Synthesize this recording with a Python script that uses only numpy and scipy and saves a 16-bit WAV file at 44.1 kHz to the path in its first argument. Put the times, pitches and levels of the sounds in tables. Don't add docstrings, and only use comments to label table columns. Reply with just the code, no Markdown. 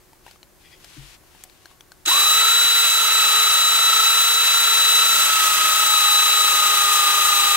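import sys
import numpy as np
from scipy import signal
from scipy.fft import rfft, irfft
from scipy.io import wavfile
from scipy.ndimage import uniform_filter1d

SR = 44100
rng = np.random.default_rng(int(sys.argv[2]) if len(sys.argv) > 2 else 0)


def master(y):
    cut = np.clip(np.atleast_2d(y).T, -1, 1)
    pcm = np.round(cut * 32767)
    wavfile.write(sys.argv[1], SR, pcm.astype(np.int16))


N = 333396
T = np.arange(N) / SR
F = np.maximum(np.arange(N // 2 + 1) * SR / N, 1)

# (time [s], speed [Hz])
SHAFT_SPEED = [(2.05, 362), (2.26, 408), (2.56, 459), (2.7, 460), (3.31, 421), (3.76, 435), (3.95, 434),
               (4.3, 448), (4.66, 440), (4.96, 436), (5.12, 445), (5.56, 420), (5.84, 427), (6.03, 417),
               (6.48, 418), (7.06, 407), (7.22, 410), (7.56, 406)]
GEAR_ORDERS = [.141, 1, 1.24, 1.38, 1.53, 1.6, 2, 2.07, 2.25, 2.62, 3.336, 4, 4.15, 4.54, 6, 6.25]
GEAR_LIGHT_DB = [-36, -21, -32, -27, -29, -22, -19, -21, -23, -22, -16, -19, -19, -14, -13, -17]
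GEAR_HEAVY_DB = [-40, -28, -36, -30, -30, -33, -19, -24, -23, -26, -30, -27, -27, -24, -17, -18]
# (light cut [dB], heavy cut [dB])
COMMUTATOR_LINES = [(-15, -23), (-11, -22), (-7, -16), (-3, 0), (-4, -11), (-9, -12), (-15, -23)]
CHOP_LINES = [(1, 0), (1, -1), (1, 2), (2, 0), (2, -1), (2, 1), (2, -3), (3, 0), (4, 0)]
CHOP_LINE_DB = [-45, -48, -35.5, -35.5, -44, -45, -47.5, -44]
# (time [s], left level [dB], right level [dB])
WHISTLE_LEVELS = [(2.15, -18, -17), (2.75, -16.5, -17), (3.05, -22, -17.5), (3.35, -17.5, -18),
                  (4.5, -18.7, -18.2), (4.9, -16.5, -18.7), (5.12, -18.5, -19), (5.36, -27, -22.3),
                  (5.55, -25.5, -24), (5.93, -17, -21), (6.2, -17.2, -18.7), (6.45, -18.3, -20.3),
                  (6.8, -20, -23.8), (7.15, -20.3, -24), (7.5, -19.5, -22.5)]
# (frequency [Hz], relative spectral level [dB])
HISS_SPECTRUM = [(30, -47), (250, -34), (430, -30), (750, -26), (1100, -16), (1300, -7.5), (1500, -13.5),
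                 (2200, -18.5), (3700, -11.5), (4300, -15.5), (7700, -16.5), (11500, -19), (14500, -22.5),
                 (16500, -23)]
# (frequency [Hz], width [Hz], boost [dB])
HISS_PEAKS = [(320, 52, 3.5), (620, 58, 6.5), (876, 104, 5), (1965, 350, 5.5), (2657, 400, 8.5),
              (3260, 400, 3), (5760, 280, 4), (6480, 390, 5), (7900, 750, 0.5), (14200, 1700, 7.5),
              (15600, 620, 5)]
# (frequency [Hz], left minus right [dB])
DRILL_BALANCE = [(60, 0), (200, -2), (1290, 0), (2100, 2), (2500, -2.5), (3100, -0.5), (4100, -0.5),
                 (5800, 10.5), (7100, 6), (8300, 9), (9700, 4.5), (11500, 3), (13000, 5.5), (15000, -2)]
# (frequency [Hz], share of power [0-1])
COHERENT_SHARE = [(60, .7), (300, .99), (650, .97), (1000, .75), (1300, .95), (2100, .55), (2700, .8),
                  (3050, .3), (3600, .6), (4500, .3), (6500, .55), (7400, .2), (9000, .42), (14000, .45)]
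# (start [s], rise [s], t60 [s], level [dB])
BENCH_RUMBLES = [(2.05, .03, 2.6, -48), (4.9, .2, 3.2, -54)]
# (frequency [Hz], t60 [s], level [dB])
GEARBOX_MODES = [(335, .07, -24), (640, .04, -28), (1480, .06, -22), (1900, .04, -26), (3300, .04, -24)]
# (time [s], level [dB], snap [Hz], low modes [dB], middle modes [dB],
# high modes [dB], left minus right [dB])
TRUCK_CLICKS = [(0.132, -38, 907, -19, -14, -17, 3.0), (0.265, -32.5, 960, -8, -20, -23, 5.5),
                (0.28, -37, 900, 1, -15, -19, 4.0), (0.312, -31.5, 4670, -20, -13, -20, 4.5),
                (0.359, -43, 1200, -9, -15, -15, 1.5), (0.43, -31.5, 4140, -20, -3, -18, 6),
                (0.845, -30.5, 5200, -19, -10, -9, 9), (0.848, -36, 4940, -13, -14, -16, 5.0),
                (1.238, -49, 1100, -11, -12, -11, 3.0), (1.349, -42, 880, -5, -17, -16, 10),
                (1.438, -22.5, 8150, -35, -27, -2, 7), (1.451, -43, 736, -19, -19, -24, 4.0),
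                (1.498, -39, 3900, -18, -8, -21, 11), (1.657, -29.5, 1620, -31, 17, -30, 5.0),
                (1.667, -47, 756, -15, -12, -11, 3.0), (1.714, -42, 1110, -10, -12, -19, 1.5),
                (1.756, -54, 732, -15, -17, -14, 1.5), (1.808, -30.5, 3400, -18, -2, -23, 6),
                (1.919, -29.5, 1540, -39, 6, -8, 5)]
# (frequency [Hz], t60 [s])
TRUCK_MODES = [(900, .018), (1500, .018), (2400, .02), (3400, .012), (4700, .012), (5600, .008),
               (6900, .006), (8400, .008), (10500, .005)]
# (start [s], rise [s], hold [s], fall [s], level [dB])
RUB_STROKES = [(.22, .06, .01, .1, -53), (.58, .04, .2, .05, -58), (.8, .1, .25, .025, -49.5),
               (1.2, .2, .01, .1, -54), (1.45, .05, .22, .06, -60)]
# (frequency [Hz], relative spectral level [dB])
RUB_SPECTRUM = [(470, -44), (800, -12), (1110, -6), (1260, -12), (1440, -6), (2900, -1.5), (11000, -12.5),
                (15000, -28)]
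# (centre time [s], 1/e half-width [s], level [dB])
SCRAPE_STROKES = [(.665, .02, -52), (0.736, 0.021, -50.5)]
# (frequency [Hz], width [Hz], relative level [dB])
SCRAPE_MODES = [(2000, 250, 0), (2450, 250, 0), (3330, 200, 2), (4900, 400, -6)]
# (start [s], frequency [Hz], rise [s], t60 [s], level [dB])
THUMP_MODES = [(.966, 300, .008, .07, -32), (.978, 135, .004, .25, -35), (.985, 45, .01, .5, -41)]
# (frequency [Hz], relative spectral level [dB])
SHED_SPECTRUM = [(12, -30), (20, 1), (146, -7), (270, -12.5), (357, -4.5), (422, -13.5), (527, -12.5),
                 (1090, -15.5), (1570, -17), (3250, -23), (4420, -22.5), (12800, -23), (16000, -26)]
# (frequency [Hz], level [dB])
HUM_TONES = [(368, -70), (158, -68), (740, -74), (1112, -70), (61, -68.5)]
# (start [s], end [s])
HUM_TIMES = [(0, 7.56), (.62, 1.02), (1.07, 2.0), (1.07, 2.0), (2.1, 7.56)]

CONTACT_S, TRIGGER_S = 2.053, 2.059
ENGAGE_S, KNOCK_S = 2.068, 2.07
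GEAR_RATIO, CHOP_HZ = 15.1, 3924.4
LEFT_LAG_S = 4 / SR
STEP = 16


def drill():
    running_hz = curves(SHAFT_SPEED)[0]
    spin = 1 - np.exp(-np.maximum(T - CONTACT_S, 0) / .027)
    turns = np.cumsum(running_hz * spin) / SR
    bite = .12 + .88 * ramp(5.0, .35)
    stalled = 1 - ramp(ENGAGE_S, .012)
    whine_db = -25.5 - .13 * np.maximum(running_hz - 415, 0) + 2.5 * bite
    whine = undb(whine_db) * spin ** 3 * gear_whine(turns, bite[::STEP])
    digging_in = np.exp(-((T - 5.4) / .3) ** 2)
    noise = undb(-21.4 + 1.5 * digging_in) * hiss(turns)
    body = two_ports(noise[0], noise[1:], whine) * undb(-11 * stalled) + bench_rumble()
    return ramp(CONTACT_S, .003) * (body + undb(-14 * stalled) * chopper_whistle(turns))


def gear_whine(turns, bite):
    slack = 1 - .65 * bite
    lines = 0
    for sideband, (light, heavy) in enumerate(COMMUTATOR_LINES, -3):
        order = 3 + sideband / GEAR_RATIO
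        lines += shaft_tone(turns * order, light + (heavy - light) * bite, 3 * slack, slack)
    for order, light, heavy in zip(GEAR_ORDERS, GEAR_LIGHT_DB, GEAR_HEAVY_DB):
        lines += shaft_tone(turns * order, light + (heavy - light) * bite, 1.8, .9)
    phase = 2 * np.pi * 3 * turns
    noise_skirt = wander(260) * np.cos(phase) + wander(260) * np.sin(phase)
    return lines + hold(undb(-13 - 9 * bite)) * noise_skirt


def shaft_tone(cycles, db, sway_db, drift_rad):
    amplitude = hold(np.sqrt(2) * undb(db + sway_db * coarse_wander(11)))
    return amplitude * np.cos(2 * np.pi * cycles + hold(drift_rad * coarse_wander(14)))


def chopper_whistle(turns):
    left_db, right_db = curves(WHISTLE_LEVELS)
    lag_s = (.06 - .004 * (right_db + 18)) / 1000
    cycles = CHOP_HZ * (T - np.array([lag_s, np.zeros(N)])) + .12 * wander(3)
    out = undb(np.array([left_db, right_db]) + .57 * wander(25)) * np.cos(2 * np.pi * cycles)
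    faint_cycles = cycles[1] - CHOP_HZ * np.array([[LEFT_LAG_S], [0]])
    for (harmonic, sideband), db in zip(CHOP_LINES[1:], CHOP_LINE_DB):
        flutter = np.array([hold(undb(db + 2 * coarse_wander(12))) for port in "LR"])
        out += pan(6) * flutter * np.cos(2 * np.pi * (harmonic * faint_cycles + sideband * turns))
    return np.sqrt(2) * out


def hiss(turns):
    colour = undb(spectrum(HISS_SPECTRUM) + peaks(HISS_PEAKS))
    ticks = rng.standard_normal((3, N)) * undb(.8 * rng.exponential(size=(3, N)))
    coloured = rfft(ticks) * colour
    treble = 1 / (1 + (5500 / F) ** 8)
    chuck = np.cos(2 * np.pi * turns / GEAR_RATIO + wander(3))
    grind = irfft(coloured * np.sqrt(1 - treble), N) * undb(.5 * wander(20) + .72 * chuck)
    air = irfft(np.roll(coloured, 1, axis=0) * np.sqrt(treble), N) * undb(.7 * wander(30) + .71 * chuck)
    upper_share = np.sum(colour[F > 4300] ** 2) / np.sum(colour ** 2)
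    return unit_rms(grind + air) / np.sqrt(upper_share)


def two_ports(direct, diffuse, tones):
    share = np.clip(spectrum(COHERENT_SHARE), 0, 1)
    delay = np.array([np.exp(-2j * np.pi * F * LEFT_LAG_S), np.ones(len(F))])
    coherent = np.sqrt(share) * rfft(direct) + rfft(tones)
    incoherent = np.sqrt(1 - share) * rfft(diffuse)
    return irfft(pan(spectrum(DRILL_BALANCE)) * (delay * coherent + incoherent), N)


def bench_rumble():
    modes = peaks([(40, 43, .83), (150, 69, .31), (323, 72, 1)])
    rumble = shaped(rng.standard_normal(N), modes)
    envelope = undb(-73)
    for start, rise, t60, db in BENCH_RUMBLES:
        envelope += undb(db) * ramp(start, rise) * decay(np.maximum(T - start - rise, 0), t60)
    return rumble * envelope * undb(4.6 * wander(11))


def trigger_snap():
    t = np.maximum(T - TRIGGER_S, 0)
    snap = shaped(rng.standard_normal((2, N)), peaks([(7200, 2200, 1), (3000, 1200, .5)]))
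    return undb(-12.5) * snap * (1 - np.exp(-t / .001)) * np.exp(-t / .005)


def gearbox_knock():
    return sum(undb(db) * struck_mode(KNOCK_S, hz, .006, t60, .8 * wander(60))
               for hz, t60, db in GEARBOX_MODES)


def truck_clicks():
    out, t = np.zeros((2, N)), np.arange(3000) / SR
    mode_hz, t60 = np.transpose(TRUCK_MODES)
    scatter = rng.standard_normal((len(TRUCK_CLICKS), len(TRUCK_MODES), 2))
    for (start, db, snap_hz, *band_db, pan_db), offsets in zip(TRUCK_CLICKS, scatter):
        gains = undb(np.interp(mode_hz, [1800, 4000, 8000], band_db) + 2 * offsets[:, 0])
        detuned_hz = mode_hz * (1 + .099 * offsets[:, 1])
        ring = gains @ (np.sin(2 * np.pi * detuned_hz[:, None] * t) * decay(t, t60[:, None]))
        snap = .5 * np.sin(2 * np.pi * snap_hz * t) * decay(t, 35 / snap_hz)
        burst = .18 * rng.standard_normal(len(t)) * np.exp(-t / .0055)
        i = int(start * SR)
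        out[:, i:i + len(t)] += undb(db - 1) * pan(pan_db) * (ring / np.max(abs(ring)) + snap + burst)
    return out


def rubs():
    port_mix = np.array([[1, .98], [1, -.67]])
    friction = shaped(port_mix @ rng.standard_normal((2, N)), undb(spectrum(RUB_SPECTRUM)))
    strokes = sum(undb(db) * ramp(start, rise) * (1 - ramp(start + rise + dwell, fall))
                  for start, rise, dwell, fall, db in RUB_STROKES)
    return pan(4.7) * friction * strokes * undb(1.1 * wander(59.6))


def scrapes():
    modes = peaks([(hz, width, undb(db)) for hz, width, db in SCRAPE_MODES])
    strokes = sum(undb(db) * np.exp(-((T - centre) / width) ** 2) for centre, width, db in SCRAPE_STROKES)
    return pan(4.7) * shaped(rng.standard_normal(N), modes) * strokes


def bench_thump():
    return pan(9.1) * sum(undb(db) * struck_mode(start, hz, rise, t60, .5 * wander(40.5))
                          for start, hz, rise, t60, db in THUMP_MODES)


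def shed():
    port_mix = np.array([[1, .57], [1, -.75]])
    air = shaped(port_mix @ rng.standard_normal((2, N)), undb(spectrum(SHED_SPECTRUM)))
    air *= undb(-54.5 + wander(2.44))
    hum = 0
    for (hz, db), (start, end) in zip(HUM_TONES, HUM_TIMES):
        fade = np.clip(np.minimum(T - start, end - T) / .06, 0, 1)
        hum += fade * undb(db + 2.5 * wander(9)) * np.sin(2 * np.pi * hz * T + .9 * wander(12))
    return pan(2.1) * (air + hum)


def struck_mode(start, hz, rise, t60, phase):
    t = np.maximum(T - start, 0)
    return np.sin(2 * np.pi * hz * t + phase) * (1 - np.exp(-t / rise)) * decay(t, t60)


def decay(t, t60):
    return 1000 ** (-t / t60)


def ramp(start, length):
    return np.clip((T - start) / length, 0, 1)


def undb(db):
    return 10 ** (np.asarray(db) / 20)


def pan(db):
    return undb(np.vstack([db, -db]) / 2)


def curves(rows):
    times, *columns = np.transpose(rows)
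    return [np.interp(T, times, column) for column in columns]


def spectrum(rows):
    hz, values = np.transpose(rows)
    return np.interp(np.log(F), np.log(hz + 1), values)


def peaks(rows):
    return sum(height / (1 + (2 * (F - hz) / width) ** 2) for hz, width, height in rows)


def unit_rms(x):
    return x / np.sqrt(np.mean(x ** 2))


def shaped(noise, response):
    return unit_rms(irfft(rfft(noise) * response, N))


def coarse_wander(rate_hz):
    t = T[::STEP] * rate_hz
    knots = rng.standard_normal(int(t[-1]) + 2)
    path = np.interp(t, np.arange(len(knots)), knots)
    return 1.3 * uniform_filter1d(path, int(SR / rate_hz / (2 * STEP)))


def hold(x):
    return np.repeat(x, STEP)[:N]


def wander(rate_hz):
    return hold(coarse_wander(rate_hz))


def scene():
    return (drill() + trigger_snap() + truck_clicks() + rubs() + scrapes() + bench_thump()
            + shed() + gearbox_knock())


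def record(dry):
    return signal.sosfilt(signal.ellip(16, .3, 75, 15760, fs=SR, output="sos"), dry)


dry = scene()
out = record(dry)
master(out)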